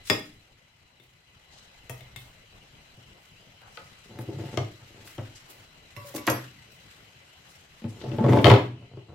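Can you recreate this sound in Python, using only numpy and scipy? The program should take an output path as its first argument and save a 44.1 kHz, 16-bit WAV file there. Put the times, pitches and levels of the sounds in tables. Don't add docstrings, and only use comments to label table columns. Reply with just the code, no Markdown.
import sys
import numpy as np
from scipy import signal
from scipy.io import wavfile
from scipy.ndimage import uniform_filter1d

SR = 44100
rng = np.random.default_rng(int(sys.argv[2]) if len(sys.argv) > 2 else 0)


def digitize_waveform(pressure):
    field = np.atleast_2d(pressure).T
    bounded = np.clip(field, -1, 1)
    quanta = np.round(bounded * 32767).astype(np.int16)
    wavfile.write(sys.argv[1], SR, quanta)


def volts_from_db(level):
    exponent = np.asarray(level, float) / 20
    return 10 ** exponent


N = 403074

# (frequency [Hz], density [dB per Hz])
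WHIRR = [(41, -41.5), (70, -2.5), (113, 2.5), (200, -8.5), (320, -9.5), (800, -7), (1200, -12),
         (1900, -15.5), (3000, -5), (3570, -18), (4400, -18.5), (8200, -28), (9000, -32.5), (16000, -46)]
# (frequency [Hz], width [Hz], level [dB])
WHINES = [(137, 220, -16.5), (2020, 110, -5.5), (2890, 200, -22.5), (4007, 120, -2)]
# (time [s], level [dB])
WHISTLES = [(0.0, -7), (2.05, -6.5), (2.4, -10), (2.9, -9), (3.4, -9.5), (4.4, -3), (5.2, -10.5), (5.9, -6),
            (6.8, -5.5), (7.3, -10), (9.14, -10.5)]
# (time [s], level [dB])
RUMBLE = [(0.0, -64), (1.2, -80.5), (2.0, -66.5), (3.0, -77), (4.5, -76), (5.4, -69), (7.2, -101),
          (8.0, -62.5), (9.14, -79)]
# (frequency [Hz], correlation [1])
LIKENESS = [(60, 1), (150, 0.93), (380, 0.85), (950, -0.14), (2380, 0.14), (5980, -0.12), (15000, -0.03)]
# (frequency [Hz], left over right [dB])
LEAN = [(60, -1), (180, 4.5), (550, 3), (1650, 1.5), (4970, 4.5), (15000, 0)]
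# (frequency [Hz], t60 [s])
KITCHEN = [(100, 0.93), (400, 0.29), (1500, 0.37), (4000, 0.35), (10000, 0.26), (16000, 0.36)]

# (time [s], level [dB])
RUSTLE = [(0.0, -65.5), (1.5, -65.5), (3.6, -65.5), (4.2, -63), (4.5, -56.5), (4.76, -62.5), (5.3, -59),
          (5.85, -65.5), (6.2, -56), (6.45, -59), (6.67, -64.5), (6.9, -60), (7.15, -64.5), (7.9, -63.5),
          (8.3, -58), (8.6, -56), (8.75, -75)]
# (frequency [Hz], level [dB])
CLOTH = [(600, -12.5), (1500, 2.5), (3000, 1), (5000, -4.5), (8000, -7), (9000, -15), (13000, -12.5),
         (16000, -26.5)]
# (peak time [s], level [dB], centre [Hz], breadth [octaves], fall [s])
STROKES = [(0.082, -50, 4240, 1.16, 0.054), (1.03, -69, 9000, 4.9, 0.029),
           (1.535, -55.5, 4130, 0.63, 0.049), (1.99, -79, 13000, 0.48, 0.019),
           (2.2, -64, 12800, 3.6, 0.032), (3.22, -74, 10000, 0.77, 0.048), (3.64, -49.5, 960, 0.8, 0.04),
           (3.74, -66, 5470, 0.73, 0.15), (3.8, -54, 1190, 0.41, 0.035), (4.2, -61, 11000, 0.37, 0.02),
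           (5.07, -60.5, 7000, 1.4, 0.04), (5.36, -55.5, 5960, 0.49, 0.02), (5.5, -54.5, 447, 1.5, 0.089),
           (5.506, -61, 8750, 14, 0.03), (5.98, -66, 12000, 1.5, 0.038), (6.069, -56.5, 11000, 11, 0.035),
           (6.165, -46, 11900, 5.1, 0.0099), (6.73, -70, 8000, 2.1, 0.037), (7.5, -63.5, 5870, 0.83, 0.034),
           (7.9, -63.5, 6460, 0.55, 0.049), (8.02, -55, 3930, 0.45, 0.054), (8.298, -50, 6500, .2, .01),
           (8.311, -60, 13000, .6, .015), (8.355, -63, 12000, 1, .015), (8.39, -66, 12000, 1, .012),
           (8.412, -58, 11000, .5, 0.011)]

# (time [s], length [s], level [dB], frequency [Hz])
HEAVES = [(4.105, 0.038, -43, 107), (4.157, 0.014, -35, 113), (4.194, 0.051, -29.5, 120),
          (4.283, 0.019, -23, 112), (4.343, 0.022, -27, 121), (4.373, 0.012, -18.5, 128),
          (4.399, 0.025, -23.5, 112), (4.456, 0.016, -23, 130), (4.536, 0.047, -33.5, 118),
          (4.575, 0.051, -21.5, 120.2), (4.629, 0.035, -22.5, 118), (8.048, 0.019, -29, 128),
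          (8.078, 0.068, -25, 125.4), (8.138, .02, -20.5, 120), (8.188, 0.017, -15, 124),
          (8.245, 0.055, -12.5, 129), (8.295, 0.073, -11.5, 124), (8.384, .04, -18, 118),
          (8.446, 0.04, -5.5, 109), (8.508, 0.056, -3.5, 116.7), (8.59, 0.16, -26.5, 121.9)]
# (time [s], force [dB])
DRAGS = [
    [(4.04, -58), (4.1, -48), (4.2, -43), (4.27, -51), (4.33, -46), (4.42, -37.5), (4.51, -50), (4.56, -27)],
    [(4.8, -50), (4.86, -66), (4.96, -50), (5.03, -57.5), (5.07, -52.5), (5.15, -72)],
    [(7.9, -51), (8.0, -48.5), (8.1, -38), (8.21, -32.5), (8.3, -19.5), (8.39, -19), (8.43, -28)],
    [(8.46, -12), (8.49, -9), (8.51, -19.5), (8.54, -21), (8.6, -54)],
    [(8.8, -43), (8.88, -67), (8.93, -46), (9.05, -66), (9.1, -44.5), (9.14, -41)],
]
DRAG_BOOM = [-23, 0, -11, -3, 6.5]
# (frequency [Hz], density [dB per Hz])
SCRATCH = [(530, -15), (900, -20), (1120, -13.5), (2170, 1), (2570, -9), (3470, -8), (3860, -14.5),
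           (5040, -17), (16000, -39)]

# (frequency [Hz], level [dB], t60 [s])
BOOM = [(88, -30, .1), (108, 0, .24), (124, 0, .22), (150, -12, .08)]
# (frequency [Hz], level [dB], t60 [s])
WOOD = [(228, 0, .25), (276, -3, .09), (311, 2, .1), (347, 3, .09), (388, 1, .08), (432, 2, .06),
        (465, 1, .08), (513, -2, .09), (566, 0, .11), (678, -3, .09), (718, -5, .08), (872, -2, .07),
        (1060, -9, .05), (1268, -7, .06)]
# (frequency [Hz], level [dB], t60 [s])
HANDLE = [(503, 4, 0.15), (573, 14.5, 0.22), (972, -1, 0.44), (1040, 0, 0.17), (1110, -1, 0.22),
          (1430, -6, 0.091), (1960, -8, 0.14), (2200, 8, 0.14), (2720, 2, 0.091)]
# (frequency [Hz], level [dB], t60 [s])
BLADE = [(2110, 6, .06), (2200, 7, 0.1), (3570, 12, 0.044), (2760, 2, 0.055), (4720, 16, .13),
         (5110, 12, .06), (5640, 19, .065)]
# (frequency [Hz], level [dB], t60 [s])
GRIPPED = [(2040, 0, .09), (2200, -4, .07), (2700, 2, .06), (3570, -6, .04), (4000, -9, .04),
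           (5350, -7, .06)]
# (frequency [Hz], level [dB], t60 [s])
BLADE_FINE = [(6360, 0, 0.068), (8100, -6, 0.055), (7230, -6, 0.091), (9000, -3, 0.039), (10400, -2, 0.041),
              (11300, -6, 0.18), (11650, 1, 0.044), (13000, 4, 0.03), (13900, -26.5, 0.073),
              (15300, -19, 0.079)]
# (frequency [Hz], t60 [s], level chopped [dB], level tapped on the rim [dB],
# level tapped on a rib [dB], level set down [dB], level slammed [dB])
GLASS = [(1270, .09, -9, -14, -26, -12, 1), (1875, .11, 4, 2, -16, -2, -2), (2135, .17, 1, -14, -2, -3, -2),
         (2620, .12, -12, 0, -7, -14, -6), (2870, .07, -9, -9, -14, -10, -3),
         (3080, .08, -12, 0, -16, 4, 3), (3200, .08, -10, -10, -16, 1, -3),
         (3390, .17, 0, -14, -8, -10, -7), (3640, .07, 2, -14, 2, -5, -1),
         (4300, .08, -12, -18, -20, -6, 0), (4960, .17, 3, -12, -20, -16, -14),
         (5230, .13, 0, -16, -20, -14, -14), (5570, .07, -22, -6, -18, -2, -14),
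         (6830, .12, -6, -20, -20, -15, -17)]
# (frequency [Hz], level [dB], t60 [s])
GLASS_FINE = [(5870, -64, 0.052), (6250, -5.5, 0.04), (7180, -5, 0.078), (8125, -2, .08),
              (8740, -4.5, 0.05), (9620, -12, .05), (10400, -10, 0.059), (11700, -2.5, 0.039),
              (13100, -4, 0.043), (14200, -6, 0.07), (15160, -7, 0.034)]

# (time [s], tick [dB], table
# boom [dB], wood knock [dB], knock pitch [Hz])
BUMPS = [(3.7728, -37.5, -70, -27.5, 1460), (3.774, -60, -70, -36, 517), (4.2872, -67, -50, -20.5, 342),
         (4.3982, -47, -50, -27.5, 340), (4.418, -66, -50, -32, 395), (4.4805, -50, -30, -38, 840),
         (5.0968, -62, -70, -44, 1600), (5.972, -70, -60, -39, 278), (7.8194, -55, -70, -32.5, 224),
         (7.8414, -49, -18.5, -19.5, 226), (7.843, -60, -58, -34, 792), (8.014, -44, -50, -30, 353),
         (8.0387, -48, -51, -18, 374), (8.1165, -42, -54, -23, 303), (8.135, -59, -54, -22, 214),
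         (8.1845, -43.5, -50, -16, 415), (8.185, -60, -57, -22, 870), (8.205, -63, -58, -10.5, 224),
         (8.2408, -40, -46, -10, 523), (8.2415, -60, -60, -23, 900), (8.262, -60, -53, -8, 318),
         (8.285, -36, -60, -11, 410), (8.318, -60, -57, -13, 290), (8.303, -54, -50.5, -7, 230),
         (8.331, -32, -50, -6.5, 484), (8.349, -45, -53, -7.5, 300), (8.367, -46, -53, -9.5, 514),
         (8.388, -32, -52, -6.5, 314), (8.402, -45, -33.5, -27, 500), (8.62, -48, -48, -28, 283),
         (8.9713, -55, -26, -27, 386)]
# (time [s], tick [dB], table boom [dB], wood knock [dB], knock pitch [Hz])
TICKS = [(3.6179, -50, -58, -49, 516), (4.1882, -36, -50, -25, 326), (4.19, -60, -60, -38, 900),
         (4.738, -52, -73, -70, 300), (5.0748, -39, -58, -65, 250), (8.1632, -46, -70, -39, 302),
         (8.2955, -39, -70, -26, 880), (8.3064, -38, -70, -30, 710), (8.352, -45, -70, -26, 466),
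         (8.3712, -46, -68, -30, 845), (8.411, -44, -70, -31, 840)]
# (time [s], blade [dB], table boom [dB], handle knock [dB], knock pitch [Hz])
CLINKS = [
    (5.9645, -31.5, -29, -32, 984),
    (6.045, -60, -56.5, -40, 584),
    (6.101, -64, -60.5, -44, 583),
    (6.166, -50, -50, -33, 1110),
    (6.181, -37, -70, -40, 2200),
]
# (time [s], blade [dB], table boom [dB], wood knock [dB], knock pitch [Hz])
CLATTER = [(6.1414, -45, -35, -24.5, 573), (6.1485, -36.5, -44, -21, 298), (6.2679, -25, -55, -23.5, 640),
           (6.277, -52, -51, -14, 319), (6.283, -42, -25, -18.5, 1360), (6.2988, -23, -19.5, -16.5, 574),
           (6.311, -32, -54, -22.5, 680), (6.331, -53, -48, -26.5, 370)]
# (time [s], blade [dB], table boom [dB], wood knock [dB], knock pitch [Hz])
SLAP = [
    (6.2753, -14, -25.5, -12.5, 1004),
]
# (time [s], glass [dB], table boom [dB], wood knock [dB], knock pitch [Hz])
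SET_DOWNS = [
    (4.574, -15.5, -13, -13, 373),
    (4.577, -55, -60, -22, 1180),
    (5.181, -35, -19.5, -25.5, 307),
    (5.183, -56, -60, -38.5, 893),
    (5.184, -60, -60, -32.5, 1280),
]
# (time [s], glass [dB], table boom [dB], wood knock [dB], knock pitch [Hz])
SLAMS = [(8.4441, -3.5, -34, -7.5, 342), (8.456, -7.5, -32, -1.5, 420), (8.468, -10, -34, -6.5, 290),
         (8.482, -26, -33, -13, 470), (8.4996, -6.5, -24, -7, 674), (8.504, -13, -34, -6, 870),
         (8.5149, -11, -32, -4, 297), (8.527, -24, -34, -7, 315), (8.538, -16, -42, -11, 700),
         (8.548, -24, -46, -21, 397), (8.562, -22, -45, -28, 710), (8.585, -27, -45, -28.5, 935)]
# (time [s], glass [dB], table boom [dB], wood knock [dB], knock pitch [Hz])
RIB_TAPS = [
    (0.9992, -41, -42, -41, 370),
    (2.007, -40, -38, -40, 650),
    (2.1614, -28.5, -31, -52, 400),
]
# (time [s], glass [dB], table boom [dB], wood knock [dB], knock pitch [Hz])
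RIM_TAPS = [
    (1.8955, -30, -26.5, -30, 482),
    (1.978, -50, -48, -65, 202),
    (2.971, -59, -37.5, -44.5, 276),
]
# (time [s], glass [dB], table boom [dB], wood knock [dB], knock pitch [Hz])
CHOPS = [
    (0.0998, -4, -19, -16, 317),
    (0.106, -37, -49, -18.5, 240),
    (0.108, -47, -60, -26, 780),
]
# (time [s], depth [dB])
DUCKS = [
    (0.1, 6.5),
    (8.45, 2),
]


def evened(x):
    return x / np.sqrt(np.mean(x ** 2) + 1e-20)


def read(points, hz):
    f, value = np.transpose(points)
    return np.interp(np.log(hz + 1), np.log(f + 1), value)


def curve(rows, t):
    s, value = np.transpose(rows)
    return np.interp(t, s, value)


def add(mix, s, sound, pan_db=0):
    part = mix[:, round(s * SR):][:, :len(sound)]
    sides = np.array([[.5], [-.5]])[:len(mix)]
    part += volts_from_db(sides * pan_db) * sound[:part.shape[1]]


def noise(db_field, patchy_db):
    hz = np.fft.rfftfreq(1024, 1 / SR)[:, None]
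    t = np.arange(N // 256 + 5) * 256 / SR
    a, b, c, d, patches = rng.standard_normal((len(t), 513, 5)).T
    patches = uniform_filter1d(patches, size=12, axis=0)
    patches = evened(uniform_filter1d(patches, size=8, axis=1))
    same = np.clip(read(LIKENESS, hz), -1, 1)
    left = a + 1j * b
    right = same * left + np.sqrt(1 - same ** 2) * (c + 1j * d)
    balance_db = np.array([.5, -.5])[:, None, None] * read(LEAN, hz)
    z = np.array([left, right]) * volts_from_db(balance_db + db_field(hz, t) + patchy_db * patches)
    return signal.istft(z, nperseg=1024, noverlap=768)[1][:, :N]


def room_noise():
    def field(hz, t):
        whistles = sum(volts_from_db(db + 24.5) ** 2 / (1 + (2 * (hz - f) / width) ** 2) ** 2 for f, width, db in WHINES)
        whirr = volts_from_db(read(WHIRR, hz) - 67.5) ** 2
        whirr = whirr * (1 + whistles * volts_from_db(curve(WHISTLES, t)) ** 2)
        low_pass = 1 / (1 + (hz / 65) ** 8)
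        high_pass = (hz ** 2 / (hz ** 2 + 35 ** 2)) ** 2
        hum = 1 + 3.6 / (1 + ((hz - 40) / 8) ** 2)
        rumble = volts_from_db(curve(RUMBLE, t) + 5.0) ** 2 * low_pass * high_pass * hum
        return 10 * np.log10(whirr + rumble + 1e-30)
    return noise(field, 2.42)


def kitchen(x):
    taps = np.zeros((2, SR // 2))
    at = np.arange(160, SR // 2 - 20, 20)
    at = at + rng.integers(0, 20, (2, len(at)))
    np.put_along_axis(taps, at, rng.choice([-1., 1.], at.shape), 1)
    hz, t, z = signal.stft(taps, SR, nperseg=512)
    alike = np.clip(np.log2(1100 / (hz[:, None] + 1)) / 2.16, 0, 1)
    z = alike * z[0] + np.sqrt(1 - alike ** 2) * z
    tail = signal.istft(z * volts_from_db(-60 * t / read(KITCHEN, hz)[:, None]), SR, nperseg=512)[1]
    tail = signal.sosfilt(signal.butter(2, 270, "high", fs=SR, output="sos"), tail)
    return signal.fftconvolve(x.mean(0)[None], tail / np.linalg.norm(tail[0]), axes=1)[:, :N]


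def rustle():
    rise_share = 0.34
    def field(hz, t):
        power = volts_from_db(read(CLOTH, hz) + curve(RUSTLE, t)) ** 2
        for s, db, centre_hz, octaves, fall in STROKES:
            rising = ((t - s) / (rise_share * fall)) ** 2
            swell = np.exp(-np.where(t < s, rising, (t - s) / fall))
            band = np.exp(-(np.log2((hz + 1) / centre_hz) / octaves) ** 2)
            power = power + volts_from_db(db) ** 2 * swell * band
        return 10 * np.log10(power) + 2.5 * rng.standard_normal(len(t))
    return volts_from_db(-15.5) * noise(field, 1.5)


def ring(modes, spread_db=0, damping=1.0, near_hz=None):
    hz, db, t60 = np.transpose(modes)[:, :, None]
    t = np.arange(SR // 2) / SR
    luck = rng.standard_normal((2, len(modes), 1))
    db = db + spread_db * luck[0]
    if near_hz:
        db = db - 17.8 * abs(np.log2(hz / near_hz))
    lead = luck[1] * np.minimum(hz / 2500, 1)
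    decay = volts_from_db(db - 60 * t / (damping * t60))
    x = (decay * np.sin(2 * np.pi * hz * t + lead)).sum(0)
    return x / abs(x).max()


def crack(low_hz, high_hz, t60):
    t = np.arange(SR // 10) / SR
    band = signal.butter(3, [low_hz, min(high_hz, 20000)], "band", fs=SR, output="sos")
    x = signal.sosfilt(band, rng.standard_normal(len(t)) * volts_from_db(-60 * t / t60))
    return np.pad(x / abs(x).max(), (0, SR // 2 - len(t)))


def heaves():
    rise_s, sag_db, fall_s, lead_s = .009, -7, .011, .012
    out, t = np.zeros((2, N)), np.arange(SR // 4) / SR
    for s, length, db, hz in HEAVES:
        shape = 1 - np.exp(-(t / rise_s) ** 2)
        shape = shape * np.exp(-np.maximum(t - length, 0) / fall_s)
        add(out, s - lead_s, volts_from_db(db + sag_db * t / length) * shape * np.sin(2 * np.pi * hz * t), .6)
    return out


def drags():
    judder_db, grit_db = -4, -17.5
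    grit_growth, full_force_db = 1.36, -5
    out = np.zeros((2, N))
    colour = np.roll(np.fft.irfft(volts_from_db(read(SCRATCH, np.fft.rfftfreq(512, 1 / SR)))), 256)
    for rows, boom_db in zip(DRAGS, DRAG_BOOM):
        start = rows[0][0]
        t = np.arange(start, rows[-1][0], 1 / SR)
        force_db = curve(rows, t)
        scratch_db = full_force_db + grit_growth * (force_db - full_force_db) + grit_db
        fade = signal.windows.tukey(len(t), .1)
        slips = (rng.random(len(t)) < 260 / SR) * rng.standard_normal(len(t))
        slips = slips * volts_from_db(rng.exponential(1, len(t)))
        slips = fade * slips / np.sqrt(uniform_filter1d(slips ** 2, size=3000) + 1e-9)
        bunching = 0.33 + 2 * uniform_filter1d(abs(slips), size=150)
        grit = signal.oaconvolve(rng.standard_normal(len(t)) * bunching, colour, "same")
        boom, wood = ring(BOOM, 1, .8), ring(WOOD, 1, .4)
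        boom, wood = boom / np.linalg.norm(boom), wood / np.linalg.norm(wood)
        add(out, start, signal.oaconvolve(slips * volts_from_db(force_db + boom_db), boom), .6)
        add(out, start, signal.oaconvolve(slips * volts_from_db(force_db + judder_db), wood), 1.5)
        add(out, start, volts_from_db(scratch_db) * fade * evened(grit), 3.0)
    return out


def hits(rows, body, fine, wood, ring_share, thud_share, damping, pan_db, edge_db, knock_db=-9.0):
    boom_rise_s, wood_rise_s, knock_s = 0.0089, .002, 0.0024
    out = np.zeros((2, N))
    share, thud = np.clip([ring_share, thud_share], .1, .8)
    t = np.arange(SR // 2) / SR
    boom_swing = 1 - np.exp(-t / boom_rise_s)
    wood_swing = 1 - np.exp(-t / wood_rise_s)
    for s, body_db, boom_db, wood_db, knock_hz in rows:
        snap = crack(1100, 3330, .024)
        snap = snap + volts_from_db(edge_db) * crack(5100, 21000, .042)
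        snap = snap + volts_from_db(-3) * crack(650, 3800, .004)
        add(out, s, volts_from_db(body_db) * (1 - share) * snap, pan_db)
        for port, side in zip(out, (.5, -.5)):
            tones = ring(body, 1.3, damping) + volts_from_db(edge_db) * ring(fine, 0.67, damping)
            add(port[None], s, share * volts_from_db(body_db + side * pan_db) * tones)
        loaded = np.array(wood) * [1 + .015 * rng.standard_normal(), 1, 1]
        low = (1 - thud) * ring(loaded, 3.8, near_hz=knock_hz)
        low = low + thud * crack(.5 * knock_hz, 2.0 * knock_hz, 0.083)
        pulse = t / knock_s * np.exp(1 - t / knock_s)
        low = low + volts_from_db(knock_db) * pulse * np.sin(2 * np.pi * knock_hz * t)
        boom = volts_from_db(boom_db) * ring(BOOM, 2.5) * boom_swing
        add(out, s, volts_from_db(wood_db) * low * wood_swing + boom, 1.2)
    return out


def bumps_and_ticks():
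    ticks = hits(TICKS, BLADE, GLASS_FINE, WOOD, 0.14, 0.33, damping=0.45, pan_db=5, edge_db=-6.5)
    return ticks + hits(BUMPS, BLADE, GLASS_FINE, WOOD, 0.053, 0.29, damping=0.33, pan_db=23.5, edge_db=-26)


def knife():
    out = hits(CLINKS, GRIPPED, BLADE_FINE, HANDLE, 0.8, 0.3, damping=1.0, pan_db=-8.5, edge_db=-8.5,
               knock_db=-19.5)
    out += hits(CLATTER, BLADE, BLADE_FINE, WOOD, 0.67, 0.27, damping=1.0, pan_db=-7.5, edge_db=6.0)
    return out + hits(SLAP, GRIPPED, BLADE_FINE, WOOD, 0.19, .8, damping=.5, pan_db=6, edge_db=-18)


def plate(rows, order, ring_share, damping, thud_share, edge_db):
    modes = np.array(GLASS)[:, [0, 2 + order, 1]]
    twins = modes * [1.011, 1, 1] + [0, -8, 0]
    pairs = np.vstack([modes, twins])
    return hits(rows, pairs, GLASS_FINE, WOOD, ring_share, thud_share, damping, 13.7, edge_db)


def radiate(x):
    return signal.sosfilt(signal.butter(6, 88, "high", fs=SR, output="sos"), x)


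def camera_gain_db(t):
    sink_s, hold_s, recover_s = 0.55, 0.46, 0.55
    turns = np.cumsum([0, sink_s, hold_s, recover_s])
    return -sum(depth_db * np.interp(t - s, turns, [0, 1, 1, 0]) for s, depth_db in DUCKS)


def scene():
    background = room_noise() + rustle()
    pushed = drags() + bumps_and_ticks()
    pushed += plate(SLAMS, order=4, ring_share=.55, damping=.4, thud_share=.7, edge_db=-27)
    handled = knife()
    laid = plate(SET_DOWNS, order=3, ring_share=.78, damping=.25, thud_share=.55, edge_db=-30)
    taps = plate(RIB_TAPS, order=2, ring_share=0.88, damping=0.67, thud_share=0.15, edge_db=-8.5)
    taps += plate(RIM_TAPS, order=1, ring_share=0.53, damping=1.0, thud_share=0.46, edge_db=0.5)
    chop = plate(CHOPS, order=0, ring_share=1.0, damping=0.35, thud_share=0.84, edge_db=-17.5)
    echoes = kitchen(chop + taps)
    echoes += kitchen(volts_from_db(-1.5) * pushed + volts_from_db(-2.0) * laid)
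    echoes += volts_from_db(-1.0) * kitchen(handled)
    return radiate(chop + taps + laid + pushed + handled + echoes + heaves()) + background


def top_cut(x):
    return signal.sosfilt(signal.butter(12, 17010, fs=SR, output="sos"), x)


def record(dry):
    turned = dry * volts_from_db(camera_gain_db(np.arange(N) / SR))
    held = turned / (1 + (turned / .97) ** 6) ** (1 / 6)
    edge = signal.firwin(401, 16120, window=("kaiser", 7), fs=SR)[None]
    mix = signal.oaconvolve(held, edge, "same")
    return top_cut(mix)


dry = scene()
out = record(dry)
digitize_waveform(out)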